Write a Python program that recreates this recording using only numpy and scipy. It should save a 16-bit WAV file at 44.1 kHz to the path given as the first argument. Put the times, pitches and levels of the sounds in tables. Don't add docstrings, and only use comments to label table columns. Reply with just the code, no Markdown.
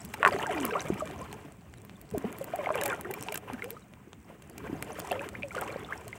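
import sys
import numpy as np
from scipy import signal
from scipy.fft import rfft, irfft, next_fast_len
from scipy.io import wavfile

SR = 44100
rng = np.random.default_rng(int(sys.argv[2]) if len(sys.argv) > 2 else 0)


def transcribe(signal):
    frames = np.atleast_2d(signal).T
    limited = np.clip(frames, -1, 1)
    pcm = np.round(limited * 32767).astype(np.int16)
    wavfile.write(sys.argv[1], SR, pcm)


N = 272521
T = np.arange(N) / SR

# time in seconds, flow in dB.
FLOW_DB = [(0.0, -50.5), (0.07, -58), (0.21, -44.5), (0.26, -39.5), (0.63, -37), (1.38, -50.5),
           (1.58, -62.5), (2.11, -59.5), (2.2, -47), (2.38, -48.5), (2.87, -37), (3.02, -46.5),
           (3.34, -48.5), (3.43, -57), (3.52, -44), (3.85, -63.5), (4.25, -65.5), (4.31, -53),
           (4.38, -63.5), (4.67, -47.5), (5.1, -45.5), (5.125, -41.5), (5.52, -57.5), (5.56, -38.5),
           (6.18, -55)]
# start in seconds, peak in dB, first pitch in Hz,
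# pitch after one ring time in Hz, ring time in seconds.
BUBBLES = [(0.26, -27.5, 438, 373, 0.027), (0.27, -13.5, 1170, 1066, 0.0054),
           (0.238, -23.5, 650, 600, 0.013), (0.345, -25.5, 418, 388, 0.011), (0.722, -29, 516, 412, 0.021),
           (0.753, -27, 502, 760, 0.02), (0.754, -21.5, 1028, 1250, 0.012),
           (1.006, -27.5, 1230, 1170, 0.0079), (1.021, -25.5, 614, 632, 0.017),
           (1.212, -39, 984, 1107, 0.023), (2.137, -30, 473, 330.6, 0.04), (2.147, -29, 684, 631, 0.013),
           (2.247, -27.5, 198, 250, 0.026), (2.536, -24, 628, 737, 0.013), (2.588, -26.5, 634, 575, 0.018),
           (2.67, -20.5, 870, 610, 0.0052), (2.703, -21.5, 618, 628, 0.014),
           (2.754, -22.5, 610, 514, 0.0078), (2.822, -27, 560, 596, 0.013),
           (3.053, -34.5, 1170, 1570, 0.0068), (3.284, -32.5, 960, 917, 0.0096),
           (3.345, -36, 1680, 1494, 0.0086), (5.112, -25.5, 710, 560, 0.019),
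           (5.21, -34, 1550, 1760, 0.005), (5.352, -30.5, 1900, 2240, 0.0038),
           (5.435, -34, 590, 547, 0.029), (5.508, -35, 2120, 2320, 0.005), (5.565, -26.5, 577, 500, 0.0069),
           (5.906, -33.5, 1050, 1310, 0.0083), (5.924, -24.5, 1500, 1910, 0.006)]
# start in seconds, peak in dB, pitch in Hz.
PATS = [(0.14, -25, 2010), (0.275, -12, 1670), (0.287, -15.5, 950), (0.3105, -28, 2755), (0.363, -24, 690),
        (0.3628, -28, 1800), (0.413, -24, 945), (0.436, -22, 940), (0.508, -25, 1700), (0.902, -15.5, 343),
        (2.175, -22, 296), (2.243, -23.5, 440), (2.691, -19, 1020), (2.705, -20, 1065),
        (2.7562, -24.5, 1140), (2.8124, -24.5, 1980), (3.1107, -32, 1740), (3.286, -21.5, 2670),
        (3.324, -26, 2340), (3.343, -27, 2730), (3.5, -26.5, 850), (4.729, -22.5, 289),
        (4.826, -26.5, 2150), (4.987, -30.5, 574), (5.119, -20, 685), (5.6236, -24.5, 1310),
        (5.76, -24, 530)]
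# start in seconds, peak in dB, pitch in Hz.
PLINKS = [(0.14, -32, 860), (0.326, -33, 4700), (0.387, -38, 4360), (0.397, -28.5, 1750),
          (0.4615, -26, 1600), (0.494, -26.5, 718), (0.547, -30.5, 1950), (0.646, -33, 1320),
          (0.7095, -31.5, 2640), (0.7087, -31, 1600), (0.795, -31, 3840), (0.806, -26.5, 6100),
          (2.411, -27.5, 544), (2.66, -23.5, 2160), (2.742, -31, 2370), (2.7715, -31, 876),
          (2.7786, -28.5, 2700), (2.8207, -26.5, 1682), (2.8355, -34, 2200), (2.863, -28, 817),
          (2.8905, -30, 1683), (2.906, -34, 1170), (2.9204, -30, 1550), (2.928, -23.5, 1400),
          (3.048, -33.5, 1850), (3.102, -34, 816), (3.138, -34, 2380), (3.321, -33, 636),
          (3.594, -36.5, 1760), (3.622, -25.5, 2130), (3.624, -37, 1430), (3.767, -40, 1254),
          (5.112, -26, 2700), (5.1262, -33, 3200), (5.1265, -31.5, 1750), (5.194, -28, 2510),
          (5.423, -33.5, 2350), (5.432, -23.5, 2490), (5.5165, -37, 1370), (5.548, -30.5, 1200),
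          (5.581, -26, 1435), (5.7023, -34, 2330), (5.8472, -37.5, 3560), (5.8885, -37, 1270),
          (6.129, -30, 2110)]
# start in seconds, level in dB,
# first pitch in Hz, last pitch in Hz, length in seconds.
GLUGS = [(0.467, -33, 937, 488, 0.076), (0.318, -28, 620, 516, 0.014), (0.538, -31.5, 344.7, 191.7, 0.19),
         (0.92, -32, 200, 180, 0.044), (2.121, -36, 176, 250, 0.037), (2.767, -37, 500, 400, 0.052),
         (2.861, -37.5, 596, 485, 0.076), (3.05, -36.5, 347, 390, 0.086), (3.525, -34.5, 281, 224, 0.035),
         (3.63, -41, 450, 583, 0.077), (3.705, -43.5, 438, 483, 0.054), (4.696, -34, 307, 365, 0.025),
         (5.043, -52, 690, 1190, 0.037), (5.15, -40.5, 800, 1250, 0.031), (5.14, -37, 485, 616, 0.11),
         (5.219, -35, 863, 980, 0.026), (5.343, -37, 1190, 2120, 0.015), (5.57, -42.5, 489.6, 641, 0.15)]
# time in seconds, peak in dB, contact in ms.
SMACKS = [(.2298, -6.5, .28), (.2502, -2, .25), (.2612, -3, .42)]
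# pitch in Hz, relative level in dB, 60 dB decay in seconds.
HULL_MODES = [(1140, 9.5, 0.058), (1450, 13, 0.014), (1740, 17, 0.0075), (2500, 5.5, 0.014),
              (2900, -18, 0.0023)]
# time in seconds, rustle in dB.
PULL_DB = [(0.0, -54.5), (0.15, -62), (0.3, -59), (0.63, -52.5), (1.38, -64.5), (1.6, -71.5), (2.15, -67),
           (2.72, -64.5), (2.87, -53), (3.08, -71), (3.24, -51.5), (3.38, -63), (3.41, -80), (3.64, -59),
           (3.82, -64.5), (3.9, -78.5), (4.58, -74.5), (5.04, -52.5), (5.38, -69), (5.54, -62),
           (5.56, -54.5), (5.87, -66.5), (6.18, -59.5)]
# start in seconds, level in dB, treble tilt in dB, length in ms.
SNAPS = [(0.05, -29, 27, 0.7), (0.1363, -36.5, 3, 10.3), (0.276, -31.5, 1, 5.1), (0.652, -18, 20, 0.71),
         (0.6636, -36, 8, 0.87), (0.941, -39.5, 8, 1.9), (1.074, -39, -34, 2.4), (1.112, -32, -14, 0.34),
         (1.328, -34, 3, 1.55), (1.738, -45, -6, 2.6), (1.85, -37, 16, 0.4), (1.896, -41, -4, 0.52),
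         (2.014, -41, 19, 1.7), (2.112, -40.5, 5, 1.5), (2.18, -35, 17, 3.3), (2.327, -36.5, 11, 1.3),
         (2.3852, -34, 20, 1.4), (2.4428, -30.5, 21, 1.14), (2.5595, -33, 16, 1.2), (2.7556, -29.5, 12, 1),
         (2.813, -23, 2, 1.7), (2.8355, -25.5, 13, 2.3), (2.856, -27, 11, 8.3), (2.8795, -26.5, 18, 0.9),
         (3.0105, -32, 20, 1.8), (3.11, -36, 16, 5), (3.1384, -33.5, 16, 3.2), (3.226, -29, 14, 0.99),
         (3.3215, -34.5, 10, 5.1), (3.344, -25.5, 24, 1.9), (3.3554, -30.5, 3, 4.4), (3.3746, -31, 15.5, 4),
         (3.533, -39, 3, 3.5), (3.643, -33.5, 11, 1.2), (3.7058, -19.5, 27.5, 0.24), (3.937, -42, -12, 0.4),
         (4.131, -41, -15, 1.26), (4.421, -48, 2, 4.7), (4.4984, -38, 10, 0.56), (4.58, -37.5, 9, 3.2),
         (4.8247, -28.5, 12, 1.9), (4.995, -33, 28, 1.5), (5.0002, -29, 5, 1.5), (5.117, -29.5, 9, 1.3),
         (5.2894, -28, -3, 0.3), (5.551, -35.5, -2, 2.2), (5.612, -31, 18, 0.97), (6.0798, -38.5, 7, 2.2)]
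# frequency in Hz, relative level in dB.
NYLON_SPECTRUM = [(1500, 6.5), (2500, 8.5), (3600, -2), (5000, -3), (8200, 1.5), (10500, -5.5),
                  (15500, -12)]
# centre in seconds, rumble lift in dB,
# length in seconds.
HEAVES = [(0.067, 7, 0.036), (0.323, 5.5, 0.095), (1.094, 6.5, 0.26), (2.146, 13, 0.015),
          (4.752, 7.5, 0.15), (5.387, 6.5, 0.1)]
# frequency in Hz, relative level in dB.
BED_SPECTRUM = [(300, -7), (700, -1), (2500, -5.5), (4700, -27.5), (8200, -12.5), (12000, -36.5),
                (15700, -10.5)]

PAT_CYCLES, PLINK_CYCLES = 2.1, 6.9
FULL_FLOW_DB = -38
TRICKLE_DB, TRICKLE_FOLLOW = -40.5, 1.09
RUMBLE_DB, RUMBLE_FOLLOW = -49.5, 0.22
BED_DB = -64
CRACK_S = 0.0005
EDGE_HZ = 15900


def water():
    surges = lumps(16.8)
    return slosh(surges) + trickle(surges) + fizz() + single_bubbles() + glugs()


def slosh(surges):
    bubbles = froth(292.1, 1071, 400, 5.63, 3.23, 0.1405, count=22)
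    return amp(curve(FLOW_DB)) * bubbles * amp(1.3 * surges)


def trickle(surges):
    gain = follow(TRICKLE_DB, TRICKLE_FOLLOW)
    slope = [(600, -64), (1100, -1.0), (2900, -6.0), (4200, -22.5)]  # (Hz, dB)
    sheet = evened(coloured(rng.standard_normal(N), slope))
    drips = evened(coloured(froth(700, 3600, 850, 7, 3.6, 0.14, count=48), slope))
    broken = np.clip((gain / amp(-38)) ** 0.45, 0, 0.76)
    return gain * amp(2.6 * surges) * ((1 - broken) * sheet + broken * drips)


def fizz():
    bubbles = froth(3390, 9500, 150, 16.0, 6.3, 0.077, count=16)
    return amp(curve(PULL_DB)) * bubbles * amp(-7)


def single_bubbles():
    out = np.zeros(N)
    for start_s, db, hz, last_hz, ring_s in BUBBLES:
        add(out, start_s, amp(db) * bubble(hz, last_hz, ring_s))
    for drops, cycles in ((PATS, PAT_CYCLES), (PLINKS, PLINK_CYCLES)):
        for start_s, db, hz in drops:
            add(out, start_s, amp(db) * bubble(hz, hz, cycles / hz))
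    return out


def glugs():
    out = np.zeros(N)
    wobble, flutter = lumps(86.0), lumps(47.0)
    for start_s, db, hz, last_hz, length_s in GLUGS:
        span = slice(round(start_s * SR), round((start_s + length_s) * SR))
        pitch_hz = np.geomspace(hz, last_hz, span.stop - span.start)
        pitch_hz = pitch_hz * (1 + 0.018 * wobble[span])
        u = np.linspace(0, 1, len(pitch_hz))
        attack = np.minimum(u * length_s / 0.004, 1)
        swell = attack * (1 - u ** 2) * amp(2.8 * flutter[span])
        add(out, start_s, amp(db) * swell * np.sin(2 * np.pi * np.cumsum(pitch_hz) / SR))
    return out


def bubble(hz, last_hz, ring_s, rise=0.061):
    u = np.arange(int(3 * ring_s * SR)) / SR / ring_s
    turns = np.cumsum(hz * (last_hz / hz) ** np.minimum(u, 1.5)) / SR
    shape = (1 - np.exp(-u / rise)) * amp(-9.5 * u)
    return shape / shape.max() * np.sin(2 * np.pi * turns)


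def froth(lo_hz, hi_hz, per_s, cycles, spread_db, glide, count):
    out = np.zeros(N)
    for hz, (a, b) in zip(np.geomspace(lo_hz, hi_hz, count), rng.uniform(-1, 1, (count, 2))):
        grain = bubble(hz, hz * (1 + glide * (a + 0.4)), cycles * 1.6 ** b / hz)
        clicks = train(per_s / count, spread_db)
        out += signal.oaconvolve(clicks, grain / np.linalg.norm(grain))[:N]
    return evened(out)


def smacks():
    out, t_s = np.zeros(N), T[:3000]
    ring = sum(amp(db - 60 * t_s / t60_s) * np.sin(2 * np.pi * hz * t_s)
               for hz, db, t60_s in HULL_MODES)
    for time_s, db, contact_ms in SMACKS:
        u = (t_s[:88] * 1e3 - 1) / (0.46 * contact_ms)
        blow = np.convolve(ring, u * np.exp(-u ** 2))
        add(out, time_s - 44 / SR, amp(db) * blow / abs(blow).max())
        splash = coloured(rng.standard_normal(len(t_s)), [(3000, -25), (8000, 0), (12000, -19)])
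        add(out, time_s, amp(db - 30.0) * evened(splash) * np.exp(-t_s / 0.0011))
    return out


def net():
    return rustle() + snaps()


def rustle():
    pull = amp(curve(PULL_DB))
    busy = np.sqrt(pull / amp(-60.0))
    clumps, ticks = amp(6.0 * lumps(25.0)), np.zeros(N)
    swell = np.exp(-((T[:200] - 0.002) / CRACK_S) ** 2)
    for hz, noise in zip(np.geomspace(4000, 16000, 12), rng.standard_normal((12, 200))):
        crack = coloured(noise, [(hz / 2, -16.0), (hz, 0), (hz * 2, -10.0)]) * swell
        clicks = train(9 * clumps * np.sqrt(busy), spread_db=4.2)
        ticks += signal.oaconvolve(clicks, crack / np.linalg.norm(crack))[:N]
    hiss = coloured(rng.standard_normal(N), [(9500, 4), (11500, -10.0)]) * amp(1.6 * lumps(30.0))
    ticks = evened(coloured(ticks, NYLON_SPECTRUM))
    hiss = evened(coloured(hiss, NYLON_SPECTRUM))
    return pull * (busy ** 0.1 * ticks + amp(-3.0) * hiss)


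def snaps():
    out, t_ms = np.zeros(N), T[:1200] * 1e3
    noises = rng.standard_normal((len(SNAPS), 1200))
    for (start_s, db, tilt_db, length_ms), noise in zip(SNAPS, noises):
        noise = coloured(coloured(noise, NYLON_SPECTRUM), [(6500, 0), (13500, tilt_db)])
        late_ms = t_ms - 3 - length_ms / 2
        burst = np.exp(-(late_ms / (0.45 * length_ms)) ** 2)
        faint = 0.1 * np.exp(-abs(late_ms) / 3.5)
        shape = (burst + faint) * np.minimum(t_ms, 1)
        add(out, start_s - 0.003, amp(db) * evened(noise) * shape)
    return out


def rumble():
    low_spectrum = [(40, -6.5), (80, -1.0), (200, -1.5), (350, -9.0), (800, -43.5)]  # (Hz, dB)
    wind = evened(coloured(rng.standard_normal(N), low_spectrum))
    gulps = froth(65, 330, 60, 3.5, 4, 0.2, count=16)
    lift_db = sum(db * np.exp(-((T - centre_s) / length_s) ** 2) for centre_s, db, length_s in HEAVES)
    lift = amp(lift_db + 0.34 * lumps(29.0))
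    return follow(RUMBLE_DB, RUMBLE_FOLLOW) * (wind + amp(-3.0) * gulps) * lift


def noise_bed():
    return amp(BED_DB) * evened(coloured(rng.standard_normal(N), BED_SPECTRUM))


def amp(db):
    return 10 ** (np.asarray(db) / 20)


def evened(x):
    return x / np.sqrt(np.mean(x ** 2) + 1e-20)


def read(points, hz):
    f, value = np.transpose(points)
    return np.interp(np.log(hz + 1), np.log(f + 1), value)


def coloured(x, points):
    size = next_fast_len(len(x))
    gain = amp(read(points, np.fft.rfftfreq(size, 1 / SR)))
    return irfft(rfft(x, size) * gain, size)[:len(x)]


def add(mix, start_s, sound):
    part = mix[round(start_s * SR):][:len(sound)]
    part += sound[:len(part)]


def lumps(corner_hz):
    return evened(signal.lfilter(*signal.butter(2, corner_hz, fs=SR), rng.standard_normal(N)))


def train(per_s, spread_db):
    draw = rng.random((3, N))
    size = amp(spread_db * np.minimum(-np.log(draw[0] + 1e-9), 4))
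    return size * np.sign(draw[1] - 0.5) * (draw[2] < per_s / SR)


def curve(rows):
    return np.interp(T, *np.transpose(rows))


def follow(full_db, share):
    return amp(full_db + share * (curve(FLOW_DB) - FULL_FLOW_DB))


def scene():
    near = water() + smacks() + net()
    t_s = T[:2600]
    echoes = rng.standard_normal(2600) * (t_s > 0.002) * amp(-60 * t_s / 0.045)
    echoes = coloured(echoes / np.linalg.norm(echoes), [(2500, 0), (9000, -8)])
    near += amp(-11.0) * signal.oaconvolve(near, echoes)[:N]
    return (near + rumble() + noise_bed())[None]


def record(dry):
    thin = signal.sosfilt(signal.butter(3, 55.0, "high", fs=SR, output="sos"), dry)
    low_pass = signal.firwin(301, EDGE_HZ, window=("kaiser", 10), fs=SR)
    return signal.oaconvolve(thin, low_pass[None], "same")


dry = scene()
out = record(dry)
transcribe(out)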